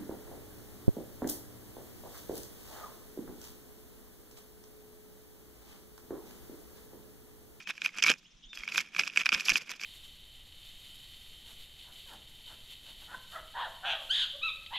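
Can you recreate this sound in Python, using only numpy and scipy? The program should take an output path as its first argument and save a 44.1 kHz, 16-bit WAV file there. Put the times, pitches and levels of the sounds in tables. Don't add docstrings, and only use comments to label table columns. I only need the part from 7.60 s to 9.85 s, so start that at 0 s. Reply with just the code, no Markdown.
import sys
import numpy as np
from scipy import signal
from scipy.fft import rfft, irfft
from scipy.io import wavfile
from scipy.ndimage import map_coordinates

SR = 44100
rng = np.random.default_rng(int(sys.argv[2]) if len(sys.argv) > 2 else 0)


def master(y):
    cut = np.clip(np.atleast_2d(y).T, -1, 1)
    pcm = np.round(cut * 32767)
    wavfile.write(sys.argv[1], SR, pcm.astype(np.int16))


def how_loud(loudness_db):
    steps = np.asarray(loudness_db, float) / 20
    return 10 ** steps


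N = 99225
T = np.arange(N) / SR

# time in seconds, rattle level in dB.
STIR_CURVE = [(0.0, -45.5), (0.066, -63), (0.078, -34.5), (0.108, -31), (0.122, -56.5), (0.2, -50.5),
              (0.257, -33.5), (0.309, -59.5), (0.39, -32.5), (0.416, -46), (0.434, -30.5), (0.509, -21.5),
              (0.552, -56.5), (0.915, -99), (0.935, -47.5), (1.063, -47), (1.183, -26), (1.213, -37),
              (1.235, -49), (1.28, -49), (1.306, -58), (1.403, -28), (1.425, -39.5), (1.474, -38.5),
              (1.51, -50.5), (1.613, -28), (1.64, -59.5), (1.66, -34), (1.707, -45), (1.732, -25.5),
              (1.839, -43), (1.9, -27), (1.935, -36), (1.963, -27), (1.992, -45.5), (2.022, -33),
              (2.05, -59), (2.105, -35.5), (2.176, -52), (2.25, -35.5)]
# centre in Hz, width in Hz, relative level in dB of one pass.
RING_MODES = [(2350, 357, 9.5), (3500, 1360, 0.5)]
TREBLE_MODES = [(5120, 1450, 11.5), (7990, 2860, 1), (11120, 7600, -2.5)]
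HOLLOW_MODES = [(870, 700, -1), (1655, 870, 18.5)]
HOLLOW_DB, COLOUR_SPREAD_DB = -9, 5.5


def unit(x):
    return x / np.sqrt(np.mean(x ** 2, -1, keepdims=True) + 1e-20)


def resonances(modes, hz, scatter_db=np.zeros(4)):
    total = 0
    for k, (centre_hz, width_hz, db) in enumerate(modes):
        damping = 1j * hz * width_hz
        response = damping / (centre_hz * centre_hz - hz * hz + damping)
        total = total + (-1) ** k * how_loud(db + scatter_db[k]) * response
    return total


def window(start_s, length_s):
    return np.sin(np.pi * np.clip((T - start_s) / length_s, 0, 1)) ** .5


def shaped(gain, channels):
    hz = np.fft.rfftfreq(N, 1 / SR) + 1
    return unit(irfft(rfft(rng.standard_normal((channels, N))) * gain(hz), N))


def drift(points_per_s):
    return map_coordinates(rng.standard_normal(N // 100), [T * points_per_s])


def smear(x, t60_s):
    tail = rng.standard_normal((2, SR // 8)) * how_loud(-60 * T[:SR // 8] / t60_s)
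    return signal.fftconvolve(x[None], tail / np.linalg.norm(tail[0]), axes=1)[:, :N]


def lean_right(pair):
    return pair * how_loud([[-1.5], [1.5]])


def stir_db(s):
    return np.interp(s, *np.transpose(STIR_CURVE))


def strikes(rows, size=1024):
    contact_s, contact_spread, detune = .0005, .3, .03
    s, peak_db, treble_db = np.transpose(rows)[:, :, None]
    luck = rng.standard_normal((len(rows), 2 * size + 7))
    u = np.arange(size) / SR / (contact_s * np.exp(contact_spread * luck[:, :1]))
    noise = luck[:, 7:].reshape(-1, 2, size).swapaxes(0, 1)
    spectrum = rfft(noise * u * np.exp(-u))
    hz = (np.fft.rfftfreq(size, 1 / SR) + 1) * np.exp(detune * luck[:, 1:2])
    colour_db = COLOUR_SPREAD_DB * np.tanh(luck[:, 2:7].T[:, :, None])

    def part(modes, scatter_db):
        return unit(irfft(spectrum * resonances(modes, hz, scatter_db) ** 2, size))

    ring = part(RING_MODES, colour_db[3:] / 2)
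    treble = how_loud(treble_db) * part(TREBLE_MODES, colour_db)
    hollow = how_loud(HOLLOW_DB + colour_db[-1]) * part(HOLLOW_MODES, colour_db[2:])
    sound = ring + treble + hollow
    sound = sound * how_loud(peak_db) / np.abs(sound).max(-1, keepdims=True)
    at = (np.round(s * SR).astype(int) + np.arange(size)).ravel()
    return np.array([np.bincount(at, c.ravel(), N + size)[:N] for c in sound])


def clicks():
    knock_treble_db, tick_treble_db = -14.5, -5
    # start in seconds, peak in dB.
    knocks = [(0.0727, -25.5), (0.097, -24.5), (0.1781, -31), (0.2173, -18.5), (0.248, -21.5),
              (0.2598, -12), (0.29, -34), (0.393, -28), (0.44, -20), (0.4446, -15), (0.4635, -12),
              (0.4751, -15), (0.4812, -12), (0.4871, -13), (0.4947, -12.5), (0.5076, -22), (0.9305, -32.5),
              (1.034, -27.5), (1.077, -23), (1.0871, -28), (1.1356, -46), (1.1574, -20), (1.179, -12.5),
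              (1.204, -25), (1.3476, -26.5), (1.3634, -19.5), (1.3818, -29), (1.405, -24), (1.411, -22.5),
              (1.4345, -20), (1.471, -27), (1.498, -30), (1.56, -20.5), (1.5728, -8), (1.577, -21.5),
              (1.6084, -19), (1.615, -25), (1.634, -31.5), (1.6494, -35), (1.663, -13.5), (1.7196, -15.5),
              (1.7261, -11.5), (1.761, -28), (1.8066, -21.5), (1.8835, -12.5), (1.9183, -16),
              (1.9561, -9.5), (2.1962, -32), (2.2459, -25)]
    # start in seconds, peak in dB.
    ticks = [(0.3842, -21.5), (0.4237, -11.5), (0.427, -11.5), (0.4377, -9), (0.4999, -8.5), (0.5154, -17),
             (0.538, -27), (0.9732, -27), (1.117, -47), (1.1887, -20.5), (1.393, -13.5), (1.3958, -12.5),
             (1.4758, -20.5), (1.6581, -12), (1.6902, -12.5), (1.7372, -18.5), (1.742, -15), (1.7462, -13),
             (1.7977, -21.5), (1.8935, -8.5), (1.899, -11.5), (1.9021, -12), (1.9693, -18.5),
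             (2.0933, -26.5), (2.1155, -23.5), (2.2139, -28.5), (2.2346, -26)]
    rows = [(*row, knock_treble_db) for row in knocks]
    rows += [(*row, tick_treble_db) for row in ticks]
    return strikes(rows)


def rattle(count=1000):
    size_range_db, treble_db = 16, -11
    s, size, colour = rng.uniform(size=(count, 3)).T
    s = s * N / SR
    peak_db = stir_db(s) + size_range_db * (size ** 2 - .5)
    return strikes(np.transpose([s, peak_db, treble_db + 3 * COLOUR_SPREAD_DB * (colour - .5)]))


def scrape():
    below_rattle_db, treble_db, flicker_db, flicker_per_s = -14, -3, 7, 180
    low = shaped(lambda hz: resonances(RING_MODES, hz) ** 2
                 + how_loud(HOLLOW_DB) * resonances(HOLLOW_MODES, hz), channels=2)
    high = shaped(lambda hz: resonances(TREBLE_MODES, hz), channels=2)
    low = low * how_loud(flicker_db * drift(flicker_per_s))
    high = high * how_loud(treble_db + flicker_db * drift(flicker_per_s / 2))
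    return how_loud(stir_db(T) + below_rattle_db) * (low + high)


def thuds():
    t60_s = .08
    rub_db, rub_follows = -35, 0.69
    # start in seconds, initial level in dB.
    lap_knocks = [(0.436, -46), (0.499, -31.5), (1.393, -48), (1.726, -47.5), (1.914, -44.5)]
    # centre in Hz, width in Hz, relative level in dB of one pass.
    body_modes = [(163, 103, 2.5), (353, 705, -1.5)]
    knocking = sum(how_loud(db - 60 * np.maximum(T - s, 0) / t60_s) * (T > s) for s, db in lap_knocks)
    rub = how_loud(rub_db + rub_follows * stir_db(T))
    return (knocking + rub) * shaped(lambda hz: resonances(body_modes, hz) ** 2, channels=1)


def box():
    apart_db, echo_db, echo_t60_s = -12, -16, .05
    mid, side = clicks() + rattle() + scrape()
    side = np.diff(side, prepend=0)
    spread = how_loud(apart_db) * np.array([side, -side])
    return lean_right(mid + thuds() + spread + how_loud(echo_db) * smear(mid, echo_t60_s))


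def birds():
    flutter_db, waver_share, blur_t60_s = 3, .012, .07
    warble_s, warble_length_s, warble_db = .818, .052, -54
    warble_hz, warble_swing_hz, warble_per_s = 3350, 450, 72
    chip_s, chip_every_s, chip_length_s, chip_hz, chip_db = .664, .188, .012, 6620, -66
    # start in seconds, length in seconds, first Hz, last Hz, level in dB.
    notes = [(0.055, 0.036, 2524, 2463, -48), (0.646, 0.027, 2640, 3500, -58),
             (0.691, 0.047, 3450, 2060, -70.5), (.868, 0.0072, 3240, 3750, -49),
             (0.875, 0.081, 3666, 3560, -55), (0.928, 0.125, 3430, 3150, -57)]
    waver = 1 + waver_share * drift(40)
    flutter = how_loud(flutter_db * drift(70))

    def tone(hz):
        return flutter * np.sqrt(2) * np.sin(2 * np.pi * np.cumsum(hz * waver) / SR)

    song = sum(how_loud(db) * window(s, d) * tone(np.interp(T, [s, s + d], [first_hz, last_hz]))
               for s, d, first_hz, last_hz, db in notes)
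    swing = np.sin(2 * np.pi * warble_per_s * (T - warble_s))
    warble = (1 - np.abs(swing) / 2) * tone(warble_hz + warble_swing_hz * swing)
    song = song + how_loud(warble_db) * window(warble_s, warble_length_s) * warble
    chips = sum(window(chip_s + k * chip_every_s, chip_length_s) for k in range(3))
    song = song + how_loud(chip_db) * chips * tone(np.full(N, chip_hz))
    return (song + smear(song, blur_t60_s)) / np.sqrt(2)


def buzz():
    peak_s, every_s, on_share = .653, .0628, .45
    centre_hz, width_hz, level_db = 5450, 700, -69
    cycle = np.cos(2 * np.pi * (T - peak_s) / every_s)
    gate = np.clip(3 * (cycle - np.cos(np.pi * on_share)), 0, 1)
    rasp = shaped(lambda hz: np.exp(-((hz - centre_hz) / width_hz) ** 2), channels=1)
    return how_loud(level_db) * gate * rasp


def wind():
    bump_hz = 28.7
    # start in seconds, length in seconds, level in dB.
    bumps = [(0.717, 0.076, -60.5), (0.834, 0.07, -54), (0.977, 0.055, -52.5), (1.75, 0.0092, -48.5),
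             (1.898, 0.047, -47)]
    push = sum(how_loud(db) * window(s, d) ** 4 * np.sqrt(2) * np.sin(2 * np.pi * bump_hz * (T - s))
               for s, d, db in bumps)
    return lean_right(push)


def hush():
    level_db, apart_db = -65.5, -5
    # frequency in Hz, relative density in dB per Hz.
    spectrum = [(30, -1.5), (90, -12.5), (170, -2.5), (600, -20), (2100, -17.5), (3400, -8), (4500, -21.5),
                (6500, -16.5), (8500, -35), (16000, -53)]
    f, db = np.transpose(spectrum)
    mid, side = shaped(lambda hz: how_loud(np.interp(np.log(hz), np.log(f), db)), channels=2)
    return how_loud(level_db) * (mid + how_loud(apart_db) * np.array([side, -side]))


def scene():
    return box() + birds() + buzz() + wind() + hush()


def roll_off(x):
    return signal.sosfilt(signal.butter(12, 16460, fs=SR, output="sos"), x)


def record(dry):
    dull = signal.sosfilt(signal.butter(N=6, Wn=12500, fs=SR, output="sos"), dry)
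    return roll_off(dull)


dry = scene()
out = record(dry)
master(out)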